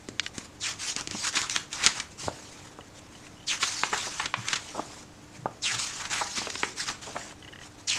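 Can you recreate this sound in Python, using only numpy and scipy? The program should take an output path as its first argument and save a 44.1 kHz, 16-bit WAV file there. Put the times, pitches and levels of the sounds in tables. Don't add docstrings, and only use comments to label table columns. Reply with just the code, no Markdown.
import sys
import numpy as np
from scipy import signal
from scipy.fft import rfft, irfft
from scipy.io import wavfile
from scipy.ndimage import uniform_filter1d, minimum_filter1d

SR = 44100
rng = np.random.default_rng(int(sys.argv[2]) if len(sys.argv) > 2 else 0)


def wrap_up_sound(samples):
    columns = np.atleast_2d(samples).T
    tamed = np.clip(columns, -1, 1)
    steps = np.round(tamed * 32767).astype(np.int16)
    wavfile.write(sys.argv[1], SR, steps)


N = 351918

# start_s, length_s, level_db, attack_s
LEAF_DRAGS = [(0.598, 0.092, -30, 0.072), (3.464, 0.068, -30, 0.022), (5.617, 0.13, -30, 0.027),
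              (7.871, 0.098, -30.5, 0.013)]
# start_s, length_s, level_db, growth_db
LEAF_SLIDES = [(0.776, 0.13, -36, 6.5), (1.098, 0.18, -49.5, 22.5), (1.487, 0.04, -30.5, -0.5),
               (2.097, 0.021, -46.5, 0), (2.176, 0.1, -37, -1), (3.594, 0.31, -27.5, -11),
               (3.952, 0.245, -36.5, -1.5), (5.773, 0.22, -27.5, -13.5), (6.144, 0.58, -37, -5.5),
               (6.755, 0.083, -34.5, 0)]
# start_s, length_s, level_db
LEAF_BENDS = [(0.951, 0.017, -35.5), (1.086, 0.1, -44), (1.321, 0.11, -34), (1.527, 0.044, -36.5),
              (1.705, 0.1, -39.5), (1.806, 0.062, -31), (1.942, 0.042, -37.5), (3.901, 0.16, -38.5),
              (4.169, 0.071, -40), (4.351, 0.17, -45.5), (4.448, 0.12, -40), (5.974, 0.075, -39),
              (6.094, 0.11, -31.5), (6.347, 0.038, -34.5), (6.569, 0.049, -42), (6.853, 0.037, -35)]
# start_s, length_s, level_db
PALM_STROKES = [(0.209, 0.073, -46), (0.331, 0.13, -47), (2.294, 0.44, -48), (2.937, 0.057, -50),
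                (3.112, 0.17, -52.5), (4.591, 0.44, -44), (5.33, 0.047, -50), (7.005, 0.32, -43.5),
                (7.593, 0.083, -48.5), (7.771, 0.042, -49)]
# freq_hz, density_db
FRICTION_SPECTRUM = [(250, -12.5), (580, -11.5), (880, -1.5), (1900, -0.5), (3100, -1.5), (6900, 0.5),
                     (8200, -5), (10000, -17), (16000, -42.5)]
# freq_hz, gain_db
SKIN_EQ = [(2500, 0.5), (4200, -4.5), (5500, -2.5), (6900, -1), (8500, -0.5), (11000, 3.5)]
# start_s, level_db, high_hz, rise_s, knock_db
LEAF_SNAPS = [(0.964, -29, 7740, 0.00021, -41), (1.01, -35, 8900, 0.00026, -44),
              (1.074, -32.5, 7150, 0.0002, -39.5), (1.1111, -34, 7300, 0.0002, -42),
              (1.352, -26, 7000, 0.0068, -48), (1.366, -22.5, 4500, 0.0049, -39),
              (1.416, -30, 6950, 0.0005, -47), (1.4969, -28.5, 6850, 0.0007, -58),
              (1.5628, -22.5, 4440, 0.00014, -43.5), (1.728, -32.5, 7970, 0.0021, -64),
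              (1.838, -25, 7000, 0.0039, -56), (1.863, -15, 7650, 0.0005, -38),
              (1.867, -17.5, 5040, 0.0023, -37), (1.999, -28.5, 5150, 0.0021, -55),
              (3.626, -21, 3600, 0.0047, -41), (3.8346, -21, 2730, 0.00029, -34),
              (3.927, -23.5, 2180, 0.0044, -33), (4.196, -25.5, 2770, 0.003, -47),
              (4.2565, -27, 4370, 0.002, -41.5), (4.3394, -23, 2770, 0.0012, -40),
              (4.484, -27, 6320, 0.0012, -47), (4.529, -22, 4290, 0.0034, -43),
              (4.555, -27.5, 5000, 0.0046, -48), (6.052, -33, 4250, 0.0028, -53),
              (6.21, -24.5, 1406, 0.0046, -39.5), (6.372, -31, 4660, 0.0048, -37),
              (6.47, -35.5, 2360, 0.0012, -35), (6.501, -33, 5500, 0.0014, -53),
              (6.554, -33, 3860, 0.0013, -42), (6.6321, -22.5, 2700, 0.0008, -30),
              (6.8862, -30.5, 4120, 0.002, -44), (7.163, -30.5, 1540, 0.0019, -38)]
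# freq_hz, gain_db
PAPER_EQ = [(5500, 2), (7000, 6.5), (10000, -8.5), (16000, -46)]
# freq_hz, gain_db
KNOCK_EQ = [(30, 0), (300, 9), (450, 2), (700, -11.5), (2000, -10), (8000, -102)]
# start_s, relative_db, rise_s
HAND_PATS = [(1.149, -39.5, 0.0021), (2.23, -44, 0.008), (2.272, -37, 0.0082), (2.2819, -28, 0.00042),
             (2.788, -42, 0.00025), (4.068, -38, 0.0055), (4.744, -35.5, 0.01), (4.772, -35.5, 0.0075),
             (4.7925, -29, 0.0022), (5.458, -26, 0.000061), (6.413, -38, 0.0062), (7.06, -38, 0.017),
             (7.152, -38.5, 0.0043)]
# freq_hz, gain_db
PAT_EQ = [(40, -24), (270, -2.5), (500, -1), (760, -1), (1000, -1.5), (1400, -8.5), (1950, -29.5),
          (7000, -51), (12000, -68.5)]
# start_s, level_db
FINGER_SLIPS = [(.196, -22.5), (0.2633, -33.5), (2.807, -48), (3.15, -49), (3.266, -49.5), (7.033, -46),
                (7.211, -44), (7.309, -47)]
# start_s, length_s, level_db, slips_per_s
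FINGER_CHATTERS = [(3.367, 0.08, -56.5, 85), (7.425, 0.225, -46, 43)]
# freq_hz, gain_db, t60_s
SHEET_MODES = [(1690, -2, 0.054), (1945, 6.5, 0.049), (2715, -2, 0.0086), (2950, 2.5, 0.047)]
# start_s, click_db
NAIL_TAPS = [(0.0867, -40.5), (0.381, -34.5)]
# centre_s, sigma_s, level_db, pitch_hz
AIR_PUFFS = [(1.083, 0.065, -53, 115), (1.148, 0.0081, -36.5, 220), (2.275, 0.014, -37.5, 114),
             (4.4, 0.018, -37, 132), (5.426, 0.024, -43.5, 140), (5.756, 0.036, -44.5, 129)]
# freq_hz, t60_s
ROOM_DECAY = [(150, 0.63), (900, 0.3), (7000, 0.35), (14000, 0.067)]
# freq_hz, density_db
AIR_SPECTRUM = [(25, -13), (110, -2.5), (280, -9.5), (700, -14), (2700, -24), (7000, -30), (10000, -38),
                (16000, -49)]
# freq_hz, level_db
MAINS_HUM = [(100.5, -67.5), (300.3, -59.5)]


def rustle(patchy_db=2.37, flicker_db=1.5, light_touch_db=-46, trim_db=-1):
    hz, t, spec = signal.stft(friction_grains(), SR, nperseg=256, noverlap=192)
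    level_db, full_db = friction_levels(t)
    colour = gain_of(curve(FRICTION_SPECTRUM, hz))
    middle, hiss = (np.sqrt(np.mean(colour ** 2 * (hz > low_hz) * (hz < high_hz)))
                    for low_hz, high_hz in [(800, 3000), (3500, 10000)])
    mid_weight = curve([(2000, 0.78), (4600, 0.24)], hz)[:, None]
    field_db = level_db + mid_weight * (full_db + 20 * np.log10(hiss / middle))
    field_db += curve(SKIN_EQ, hz)[:, None] / (1 + gain_of(2 * (level_db - light_touch_db)))
    field_db += air_pocket_db(hz[:, None], t)
    comb = leaf_echo(hz[:, None], t)
    patches = uniform_filter1d(rng.standard_normal(spec.shape), size=4, axis=0)
    field_db += patchy_db * unit_rms(uniform_filter1d(patches, size=26, axis=1))
    field_db += flicker_db * unit_rms(smooth_noise(len(t), 8))
    spec = spec * comb * colour[:, None] / hiss * gain_of(field_db + trim_db)
    return signal.istft(spec, SR, nperseg=256, noverlap=192)[1][:N]


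def friction_grains(per_s=2200, spread_db=3, clump_db=3, share=0.27):
    grains = rng.standard_normal(N) * (rng.random(N) < per_s / SR)
    grains *= gain_of(spread_db * np.minimum(rng.exponential(1, N), 4))
    grains *= gain_of(clump_db * unit_rms(smooth_noise(N, 300)))
    return unit_rms(rng.standard_normal(N) + share * unit_rms(grains))


def friction_levels(t, rest_db=-59, drag_sag_db_per_s=15, bend_sag_db_per_s=19.5, hand_sag_db_per_s=12):
    drags = sum(movement(t, s, length_s, db, -drag_sag_db_per_s * length_s, attack_s, release_s=0.031)
                for s, length_s, db, attack_s in LEAF_DRAGS)
    slides = sum(movement(t, *slide, attack_s=0.026, release_s=0.02) for slide in LEAF_SLIDES)
    bends = sum(movement(t, s, length_s, db, -bend_sag_db_per_s * length_s, 0.033, release_s=0.04)
                for s, length_s, db in LEAF_BENDS)
    hand = sum(movement(t, s, length_s, db, -hand_sag_db_per_s * length_s, 0.024, release_s=0.0053)
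               for s, length_s, db in PALM_STROKES)
    hand += gain_of(rest_db) ** 2
    power = drags + slides + bends + hand
    full_db = (-1.5 * drags - 11 * slides + 3 * bends - 6 * hand) / power
    return 10 * np.log10(power), full_db


def movement(t, start_s, length_s, db, growth_db, attack_s, release_s):
    age_s = t - start_s
    shape = np.clip(age_s / attack_s, 0, 1) * np.exp(-np.maximum(age_s - length_s, 0) / release_s)
    return (shape * gain_of(db + growth_db * np.clip(age_s / length_s, 0, 1))) ** 2


def air_pocket_db(hz, t, start_hz=6000, halving_s=0.049, peak_db=9, width_oct=0.22, shade_db=12):
    cover_db = curve([(8000, 0.64), (13000, 7.8)], hz)
    total_db = 0
    for start_s, length_s, _, _ in LEAF_DRAGS:
        pocket_hz = start_hz / (1 + np.maximum(t - start_s, 0) / halving_s)
        octaves = np.log2((hz + 1) / pocket_hz)
        opened = np.interp(t - start_s, [-.02, 0, .7 * length_s, length_s], [0, 1, 1, 0])
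        resonance_db = peak_db * np.exp(-.5 * (octaves / width_oct) ** 2)
        total_db += opened * (resonance_db - shade_db * np.clip(-octaves / 2, 0, 1) - cover_db)
    return total_db


def leaf_echo(hz, t, share=0.15, centre_s=0.000652, drift_oct=0.4):
    drift = unit_rms(uniform_filter1d(smooth_noise(len(t), 160), size=160))
    delay_s = centre_s * 2 ** (drift_oct * drift)
    return 1 + share * np.exp(-2j * np.pi * hz * delay_s)


def snaps(ripple_db=2, bow_db=5, tight_room_db=-16, wide_room_db=-10):
    near, radiated = np.zeros((2, N))
    for start_s, db, high_hz, rise_s, knock_db in LEAF_SNAPS:
        width = np.clip(np.log2(5000 / high_hz), 0, 1)
        low_hz = 678 + 556 * (high_hz / 5000) ** 2

        def crack_eq(hz):
            ring_db = bow_db * width * np.exp(-(np.log((hz + 1) / (1.15 * low_hz)) / .25) ** 2)
            ripple = np.interp(hz, np.linspace(0, SR / 4, 64), rng.standard_normal(64))
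            return paper_band_db(hz, low_hz, high_hz, 2 + 1.8 * width) + ring_db + ripple_db * ripple

        def knock_eq(hz):
            return curve(KNOCK_EQ, hz / (1 + 0.63 * width)) - 7 * width * np.log2(1 + 200 / (hz + 1))

        crack = tint(burst(rise_s, flutter_db=-24 + 10 * width ** 2, t60_s=.045), crack_eq)
        knock = tint(burst(rise_s + .0006, flutter_db=-10, t60_s=.07), knock_eq)
        snap = at_level(crack, db) + at_level(knock, knock_db)
        add(near, start_s, snap)
        add(radiated, start_s, snap * gain_of(tight_room_db + (wide_room_db - tight_room_db) * width ** 2))
    return near + room(radiated)


def crinkles(per_s=45, offset_db=-8, spread_db=3, low_hz=2200, high_hz=9000):
    clicks = np.zeros(N)
    for start_s, length_s, db in LEAF_BENDS:
        for k in np.arange(length_s * per_s):
            click = burst(0.0002, flutter_db=-30, t60_s=0.02, samples=800)
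            at_s = start_s + (k + rng.random()) / per_s
            add(clicks, at_s, at_level(click, db + offset_db + spread_db * rng.standard_normal()))
    return tint(clicks, lambda hz: paper_band_db(hz, low_hz, high_hz, low_order=2))


def pats(boost_db=2.5):
    out = np.zeros(N)
    for start_s, db, rise_s in HAND_PATS:
        pat = tint(burst(rise_s, flutter_db=-14, t60_s=0.045), lambda hz: curve(PAT_EQ, hz))
        add(out, start_s, at_level(pat, db + boost_db))
    return out


def palm_bumps(per_s=45, offset_db=-8, spread_db=1):
    out = np.zeros(N)
    for start_s, length_s, db in PALM_STROKES:
        for k in np.arange(length_s * per_s):
            press = burst(0.0035, flutter_db=-14, t60_s=0.055, samples=2500)
            bump = tint(press, lambda hz: curve(PAT_EQ, hz))
            at_s = start_s + (k + rng.random()) / per_s
            add(out, at_s, at_level(bump, db + offset_db + spread_db * rng.standard_normal()))
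    return out


def slips(firm_db=-44, crack_from_db=-40, ring_limit_db=-37, jitter=0.32, detune=0.032,
          finger_damping_db_per_s=900):
    out, t = np.zeros(N), np.arange(3000) / SR
    mode_hz, mode_db, t60_s = np.transpose(SHEET_MODES)[:, :, None]
    decay_db = (60 / t60_s + finger_damping_db_per_s) * t
    runs = [(s + (k + jitter * rng.standard_normal()) / per_s, db + 1.5 * rng.standard_normal())
            for s, length_s, db, per_s in FINGER_CHATTERS for k in np.arange(length_s * per_s)]
    for start_s, db in FINGER_SLIPS + runs:
        tilt_db = 3 * max(firm_db - db, 0) * np.log2(mode_hz / mode_hz.max())
        peak_db = mode_db + 2 * rng.standard_normal(mode_hz.shape) + tilt_db
        bent_hz = mode_hz * (1 + detune * rng.standard_normal(mode_hz.shape))
        modes = np.sum(gain_of(peak_db - decay_db) * np.sin(2 * np.pi * bent_hz * t), axis=0)
        ring = signal.fftconvolve(burst(0.0011, flutter_db=-24, t60_s=0.025), modes)
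        add(out, start_s, at_level(ring, min(db, ring_limit_db)))
        if db > crack_from_db:
            crack = tint(burst(0.00051, flutter_db=-17, t60_s=.045),
                         lambda hz: paper_band_db(hz, low_hz=1750, high_hz=4000, high_order=3.06))
            add(out, start_s, at_level(crack, db))
    return out


def taps(low_hz=2400, high_hz=9500, thump_db=-34):
    out = np.zeros(N)
    for start_s, db in NAIL_TAPS:
        click = tint(burst(0.0001, flutter_db=-11, t60_s=0.041),
                     lambda hz: paper_band_db(hz, low_hz, high_hz, low_order=1))
        thump = tint(burst(0.00078, flutter_db=-18, t60_s=0.06), lambda hz: curve(KNOCK_EQ, hz))
        add(out, start_s, at_level(click, db) + at_level(thump, thump_db))
    return out


def puffs(log_width=0.27):
    t, hz, out = np.arange(N) / SR, np.fft.rfftfreq(N, 1 / SR), np.zeros(N)
    air = rfft(rng.standard_normal(N))
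    for centre_s, sigma_s, db, pitch_hz in AIR_PUFFS:
        swell = np.exp(-.5 * ((t - centre_s) / sigma_s) ** 2)
        puff = swell * irfft(air / (1 + (np.log((hz + 1) / pitch_hz) / log_width) ** 4), N)
        out += gain_of(db) * puff * np.linalg.norm(swell) / np.linalg.norm(puff)
    return out


def room(x, samples=20000, predelay_s=0.005):
    hz, t, spec = signal.stft(rng.standard_normal(samples), SR, nperseg=256)
    decay = gain_of(-60 * t / curve(ROOM_DECAY, hz)[:, None])
    tail = signal.istft(spec * decay, SR, nperseg=256)[1]
    tail *= np.arange(len(tail)) / SR > predelay_s
    return signal.fftconvolve(x, tail / np.linalg.norm(tail))[:N]


def room_tone(air_db=-51):
    t, hz = np.arange(N) / SR, np.fft.rfftfreq(N, 1 / SR)
    air = unit_rms(irfft(rfft(rng.standard_normal(N)) * gain_of(curve(AIR_SPECTRUM, hz)), N))
    hum = sum(gain_of(db) * np.sqrt(2) * np.sin(2 * np.pi * (hum_hz * t + rng.random()))
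              for hum_hz, db in MAINS_HUM)
    return gain_of(air_db) * air + hum


def burst(rise_s, flutter_db, t60_s, samples=6000):
    t = np.arange(samples) / SR
    rises = t / max(rise_s, 1e-4)
    flutter = gain_of(flutter_db - 60 * t / t60_s) * (1 - np.exp(-rises))
    spec = rfft((rises * np.exp(1 - rises) + flutter) * rng.standard_normal(samples))
    white = irfft(spec / np.sqrt(uniform_filter1d(abs(spec) ** 2, size=70)))
    fade = np.minimum(1, 4 * (1 - t / t[-1])) ** 2
    return white * fade


def paper_band_db(hz, low_hz, high_hz, high_order=2, low_order=4):
    loss = (1 + (low_hz / (hz + 1)) ** (2 * low_order)) * (1 + (hz / high_hz) ** (2 * high_order))
    return curve(PAPER_EQ, hz) - 10 * np.log10(loss)


def tint(x, eq_db):
    hz = abs(np.fft.fftfreq(4096, 1 / SR))
    log_gain = np.log(np.maximum(gain_of(eq_db(hz)), 1e-5))
    impulse = np.fft.ifft(np.exp(np.conj(signal.hilbert(log_gain)))).real[:2048]
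    return signal.fftconvolve(x, impulse)[:len(x)]


def at_level(x, db):
    return gain_of(db) * x / np.sqrt(np.sum(x ** 2) / (SR / 100) + 1e-20)


def curve(points, hz):
    point_hz, value = np.transpose(points)
    return np.interp(np.log(hz + 1), np.log(point_hz + 1), value)


def smooth_noise(count, window):
    return uniform_filter1d(rng.standard_normal(count), size=window)


def gain_of(db):
    return 10 ** (np.asarray(db) / 20)


def unit_rms(x):
    return x / np.sqrt(np.mean(x ** 2) + 1e-20)


def add(mix, start_s, sound):
    part = mix[max(round(start_s * SR), 0):][:len(sound)]
    part += sound[:len(part)]


def scene(room_db=-16):
    handling = rustle() + crinkles() + pats() + taps() + puffs() + palm_bumps()
    return (handling + gain_of(room_db) * room(handling) + snaps() + slips() + room_tone())[None]


def record(dry, ceiling=0.98, cutoff_hz=15600):
    allowed = ceiling / np.maximum(abs(dry), ceiling)
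    limited = dry * uniform_filter1d(minimum_filter1d(allowed, size=45), size=45)
    lowpass = signal.firwin(255, cutoff_hz, window=("kaiser", 9), fs=SR)
    return signal.oaconvolve(limited, lowpass[None], "same")


dry = scene()
out = record(dry)
wrap_up_sound(out)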